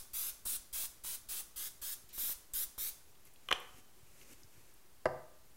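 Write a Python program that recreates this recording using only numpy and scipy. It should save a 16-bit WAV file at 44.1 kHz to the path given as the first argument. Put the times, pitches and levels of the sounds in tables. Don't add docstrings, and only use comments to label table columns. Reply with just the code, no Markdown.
import sys
import numpy as np
from scipy import signal
from scipy.fft import rfft, irfft, next_fast_len
from scipy.io import wavfile
from scipy.ndimage import map_coordinates

SR = 44100
rng = np.random.default_rng(int(sys.argv[2]) if len(sys.argv) > 2 else 0)


def inscribe(sig):
    pcm = np.round(np.clip(np.atleast_2d(sig).T, -1, 1) * 32767)
    wavfile.write(sys.argv[1], SR, pcm.astype(np.int16))


N = 245195
PRE_ROLL = SR // 5
TIME = np.arange(-PRE_ROLL, N) / SR
SIZE = len(TIME)


def from_db(db):
    return 10 ** (np.asarray(db) / 20)


def unit_rms(x):
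    return x / np.sqrt(np.mean(x ** 2) + 1e-20)


def at_hz(curve, hz):
    freqs, values = np.array(curve).T
    return np.interp(np.log(hz + 1e-9), np.log(freqs), values)


def noise(colour_db, size):
    padded = next_fast_len(size)
    hz = np.arange(padded // 2 + 1) * SR / padded
    spectrum = rfft(rng.standard_normal(padded)) * from_db(colour_db(hz))
    return unit_rms(irfft(spectrum, padded)[:size])


def waver(rate_hz, size):
    return noise(lambda hz: -20 * np.log10(1 + (hz / rate_hz) ** 2), size)


def butter(x, order, hz, kind="low"):
    return signal.sosfilt(signal.butter(order, hz, kind, fs=SR, output="sos"), x + 1e-18)


def add(track, start_s, sound):
    i = max(PRE_ROLL + round(start_s * SR), 0)
    track[i:i + len(sound)] += sound[:SIZE - i]


def ring(hz, t60):
    t = np.arange(SR) / SR
    return np.sin(2 * np.pi * hz * t) * from_db(-60 * t / t60)


def burst(centre_hz, octaves, t60):
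    t = np.arange(SR // 10) / SR
    edges_hz = [centre_hz / 2 ** octaves, min(centre_hz * 2 ** octaves, 0.45 * SR)]
    grit = butter(rng.standard_normal(len(t)), 2, edges_hz, "band")
    return unit_rms(grit) * from_db(-60 * t / t60)


# (frequency [Hz], relative level [dB])
ROOM_TONE_EQ = [(10, -11), (25, -11.5), (50, -10.5), (85, -13.5), (190, -20), (280, -21.5), (365, -18),
                (460, -23.5), (1100, -25), (2400, -29), (5500, -30), (12300, -29.5), (15800, -31)]


def room_tone(level_db=-65):
    return from_db(level_db) * noise(lambda hz: at_hz(ROOM_TONE_EQ, hz), SIZE)


# (frequency [Hz], relative level [dB])
JET_EQ = [(150, -21), (250, -17.5), (606, -17.5), (696, -14.5), (799, -18.5), (1230, -12.5), (1870, -13.5),
          (2690, -10), (3810, -6), (4380, -8), (7240, -5.5), (9550, -3), (14500, -1.5), (15800, -0.5)]
# (open [s], shut [s], level [dB],
# EQ peak [Hz], peak boost [dB], echo lag [ms], lag drift [ms/s], echo gain [0-1])
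PRESSES = [(-.14, -0.01, -38, 11300, 10, 0.75, 0, .15), (0.133, 0.299, -36.5, 11700, 5, 0.86, -0.58, 0.4),
           (.452, .562, -34.5, 9600, 7, 0.71, 0.29, 0.22), (.728, 0.857, -36, 9800, 2, 0.96, -1.6, 0.1),
           (1.037, 1.154, -39.5, 9900, 3.5, 0.95, 0.29, 0.1), (1.287, 1.406, -38.5, 9900, 3, 0.74, 2, 0.1),
           (1.56, 1.676, -39.5, 12000, 2, 0.65, -0.64, 0.35),
           (1.816, 1.938, -39.3, 12900, 2, 0.65, -0.69, .42),
           (2.129, 2.169, -46.5, 13600, 8, 0.55, -0.96, 0.5),
           (2.175, 2.325, -34, 12500, 5, 0.61, -0.73, 0.2), (2.535, 2.639, -33, 11800, 5, .62, -0.89, .4),
           (2.779, 2.892, -36.5, 13300, 4.5, 0.55, -0.76, 0.6)]


def spray(attack_s=0.014, release_s=0.01, first_flow=0.36, sag_db_per_s=15.5, spill_cap_db=-39.5):
    beam, spill = np.zeros((2, SIZE))
    t = np.arange(SR // 3) / SR
    for start, stop, jet_db, peak_hz, boost_db, lag_ms, drift, echo_gain in PRESSES:
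        held_s = np.minimum(t, stop - start)
        treble_db = 0.44 * (jet_db + 38) - 1.5 * (lag_ms - 0.51)
        jet = aimed_jet(peak_hz, boost_db, treble_db, len(t))
        jet = jet + echo_gain * delayed(jet, t, (lag_ms + drift * held_s) / 1000)
        jet = unit_rms(near_echoes(jet, t))
        opening = 1 - (1 - first_flow) * np.exp(-t / attack_s)
        valve = opening * np.exp(-(t - held_s) / release_s)
        level_db = jet_db - sag_db_per_s * held_s
        sputter_db = 0.1 * waver(rate_hz=90, size=len(t))
        add(beam, start, jet * valve * from_db(level_db + sputter_db))
        wash = noise(lambda hz: at_hz(JET_EQ, hz), len(t))
        add(spill, start, wash * valve * from_db(np.minimum(level_db, spill_cap_db)))
    return beam, spill


def aimed_jet(peak_hz, boost_db, treble_db, size, width_hz=1900, treble_hz=13000):
    def colour_db(hz):
        bell = np.exp(-((hz - peak_hz) / width_hz) ** 2)
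        return at_hz(JET_EQ, hz) + boost_db * bell + treble_db * (hz / treble_hz) ** 2
    return noise(colour_db, size)


def delayed(x, t, lag_s):
    return map_coordinates(x, [(t - lag_s) * SR], order=3)


def near_echoes(x, t, gain=0.22, shrink_per_s=0.48):
    lags_s = rng.uniform(0.0011, 0.004, 4)
    return x + gain * sum(delayed(x, t, lag_s * (1 - shrink_per_s * t)) for lag_s in lags_s)


def gas_puffs(trim_db=-5, decay_s=0.0337, suction=0.29, smooth_hz=50):
    out = np.zeros(SIZE)
    for start, stop, jet_db, *_ in PRESSES:
        t = np.arange(round((stop - start + decay_s) * SR)) / SR
        add(out, start, from_db(jet_db + trim_db) * (np.exp(-t / decay_s) - suction))
    return butter(out, 2, smooth_hz)


# (time [s], level [dB])
CLICKS_AND_SPITS = [(0.456, -40), (0.464, -39), (0.838, -41), (1.048, -39.5), (1.826, -46), (2.181, -38.5),
                    (2.297, -38), (2.781, -37.5)]


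def nozzle_clicks():
    out = np.zeros(SIZE)
    click = from_db(-2) * ring(hz=1100, t60=0.0052)
    thud = ring(hz=230, t60=0.0034)
    for start, level_db in CLICKS_AND_SPITS:
        add(out, start, -from_db(level_db) * (click + thud))
    return out


# (time [s], level [dB])
BODY_BUMPS = [(2.04, -54.5), (3.282, -54), (3.743, -53), (4.031, -49), (4.349, -55), (4.445, -51),
              (4.578, -50.5), (5.099, -42), (5.16, -46.5)]


def body_bumps():
    out = np.zeros(SIZE)
    for start, level_db in BODY_BUMPS:
        add(out, start, from_db(level_db) * ring(hz=109, t60=0.041))
    return out


# (time [s], level [dB], centre [Hz])
FINGER_TICKS = [(2.09, -52, 13500), (3.153, -58.5, 2900), (3.253, -55, 11400), (3.337, -58, 11200),
                (3.359, -59, 3200), (3.602, -50, 10500), (4.213, -53, 2580), (4.433, -53, 5600),
                (4.74, -59, 11000)]


def finger_ticks():
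    out = np.zeros(SIZE)
    for start, level_db, hz in FINGER_TICKS:
        add(out, start, from_db(level_db) * burst(hz, octaves=0.3, t60=0.023))
    return out


def gas_seep(start_s=2.092, length_s=0.057, level_db=-62.5):
    out = np.zeros(SIZE)
    breath = burst(centre_hz=4200, octaves=0.95, t60=0.91)[:round(length_s * SR)]
    add(out, start_s, from_db(level_db) * breath)
    return out


def nozzle_whistle(start_s=2.535, level_db=-38.5):
    out = np.zeros(SIZE)
    add(out, start_s, from_db(level_db) * burst(centre_hz=8000, octaves=0.07, t60=0.034))
    return out


# (frequency [Hz], relative level [dB])
RUSTLE_EQ = [(150, 3), (370, 7.5), (900, -8), (1700, -3), (2250, -0.5), (2650, 1), (3200, -6.5), (4200, -8),
             (6500, -1), (8500, -3.5), (13000, -4), (16000, -15.5)]
# (start [s], length [s], peak level [dB])
STROKES = [(3.249, 0.023, -62), (3.588, 0.21, -65), (4.136, 0.097, -61.5), (4.247, 0.086, -59)]


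def rustle(swell_db=14, release_s=0.0073, fidget_s=(3.08, 4.8), fidget_db=-72.5):
    t = np.arange(SR // 2) / SR
    fidgeting = (TIME > fidget_s[0]) * (TIME < fidget_s[1])
    flutter_db = 4 * waver(rate_hz=8, size=SIZE)
    envelope = fidgeting * from_db(fidget_db + flutter_db)
    for start, length, peak_db in STROKES:
        rise_db = swell_db * np.minimum(t / length - 1, 0)
        release = np.exp(-np.maximum(t - length, 0) / release_s)
        add(envelope, start, from_db(peak_db + rise_db) * release)
    return envelope * noise(lambda hz: at_hz(RUSTLE_EQ, hz), SIZE)


def knocks(hits, modes, crack_hz, crack_t60, hollow_hz, top_hz):
    out = np.zeros(SIZE)
    for start, hit_db, hollow_db, crack_db, decay_scale in hits:
        for k, (hz, mode_db, t60) in enumerate(modes):
            gain = from_db(hit_db + mode_db + hollow_db * (hz < hollow_hz))
            add(out, start, (-1) ** k * gain * ring(hz, t60 * decay_scale))
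        add(out, start, from_db(crack_db) * burst(crack_hz, octaves=1.2, t60=crack_t60))
    return butter(out, 8, top_hz)


def thumps(hits, trim_db):
    out = np.zeros(SIZE)
    for start, hit_db, *_ in hits:
        add(out, start, from_db(hit_db + trim_db) * ring(hz=36, t60=0.054))
    return out


# (time [s], level [dB], low-mode gain [dB], crack level [dB], decay scale [x])
CAP_HITS = [(3.4866, -31.5, -3, -46, 1.2), (3.50849, -32.5, -1.3, -47, 3.2),
            (3.51093, -26.4, -4, -60, 0.34), (3.51327, -25.5, 11.5, -35.5, 0.74),
            (3.52519, -14, -7.5, -46, 0.69), (3.52744, -20, 11.5, -29.5, 0.21)]
# (frequency [Hz], relative level [dB], t60 [s])
CAP_RESONANCES = [(193, -8.5, 0.0033), (335, -28.5, 0.061), (529, -17.5, 0.039), (742, -25.5, 0.27),
                  (1094, -2, 0.019), (1215, -0.5, 0.012), (1550, -9, 0.023), (2025, -8, 0.016),
                  (2440, -8.5, 0.021), (2890, -4, 0.018), (3075, -3.5, 0.037), (3374, -7, 0.021),
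                  (4170, -16.5, 0.012), (5270, -21.5, 0.0077), (6030, -27, 0.043), (3070, -27, 0.3)]


def cap_snap():
    return knocks(CAP_HITS, CAP_RESONANCES, crack_hz=7640, crack_t60=0.012, hollow_hz=2200, top_hz=12800)


# (time [s], level [dB], low-mode gain [dB], crack level [dB], decay scale [x])
CAN_HITS = [(5.05629, -21.5, 1, -46.5, 1.34), (5.05928, -29.5, -7, -63, 0.46),
            (5.06429, -26.5, 2, -55, 0.5)]
# (frequency [Hz], relative level [dB], t60 [s])
CAN_RESONANCES = [(85.4, -35, 0.5), (139, -24.5, 0.17), (280, -10, 0.016), (378, -12.5, 0.065),
                  (500, -4, 0.032), (664, -2, 0.045), (755, -23.5, 0.28), (824, -1, 0.0076),
                  (1007, -10.5, 0.042), (1180, -10.5, 0.058), (1320, -15, 0.041), (1558, -8, 0.039),
                  (1815, -16.5, 0.044), (1930, -14, 0.047), (2120, -7, 0.0052), (2760, -22, 0.022),
                  (4750, -21.5, 0.0098), (5500, -25, 0.015), (505, -25, 0.47), (627, -32, 0.56),
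                  (885, -30.5, 0.35), (1190, -31.5, 0.66)]


def can_landing():
    return knocks(CAN_HITS, CAN_RESONANCES, crack_hz=4400, crack_t60=0.019, hollow_hz=900, top_hz=13000)


# (frequency [Hz], t60 [s])
REVERB_DECAY = [(100, 0.5), (500, 0.58), (1200, 0.6), (3000, 0.42), (7000, .5), (11000, 0.28), (16000, 0.5)]
# (frequency [Hz], level [dB])
REVERB_EQ = [(100, -4), (500, -4), (1200, -3.5), (3000, -9), (7000, -2.5), (16000, -13)]


def kitchen_reverb(send, predelay_s=0.0012, build_s=0.0027):
    t = np.arange(SR) / SR
    onset = np.clip((t - predelay_s) / build_s, 0, 1)
    tail = np.zeros(SR)
    edges_hz = np.geomspace(60, 18000, 13)
    for low, high in zip(edges_hz, edges_hz[1:]):
        hz = np.sqrt(low * high)
        fade = onset * from_db(-60 * t / at_hz(REVERB_DECAY, hz))
        band = butter(rng.standard_normal(SR), 2, [low, high], "band")
        tail += band * fade / np.linalg.norm(fade) * from_db(at_hz(REVERB_EQ, hz))
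    return signal.fftconvolve(send, tail)[:SIZE]


def scene():
    beam, spill = spray()
    hiss = beam + gas_seep() + nozzle_whistle()
    hands = nozzle_clicks() + body_bumps() + finger_ticks() + rustle()
    cap = cap_snap()
    can = can_landing()
    subs = gas_puffs() + thumps(CAP_HITS, trim_db=-27.5) + thumps(CAN_HITS, trim_db=-17)
    send = from_db(-1.5) * spill + from_db(-11) * hiss + from_db(-5.5) * cap + from_db(-4) * (hands + can)
    mix = room_tone() + hiss + hands + cap + can + subs + kitchen_reverb(send)
    return mix[None, PRE_ROLL:]


def record(dry, low_cut_hz=3.4, high_cut_hz=15750, dc_offset=-0.0013):
    high_cut = signal.ellip(10, 0.2, 70, high_cut_hz, fs=SR, output="sos")
    return signal.sosfilt(high_cut, butter(dry, 1, low_cut_hz, "high")) + dc_offset


dry = scene()
out = record(dry)
inscribe(out)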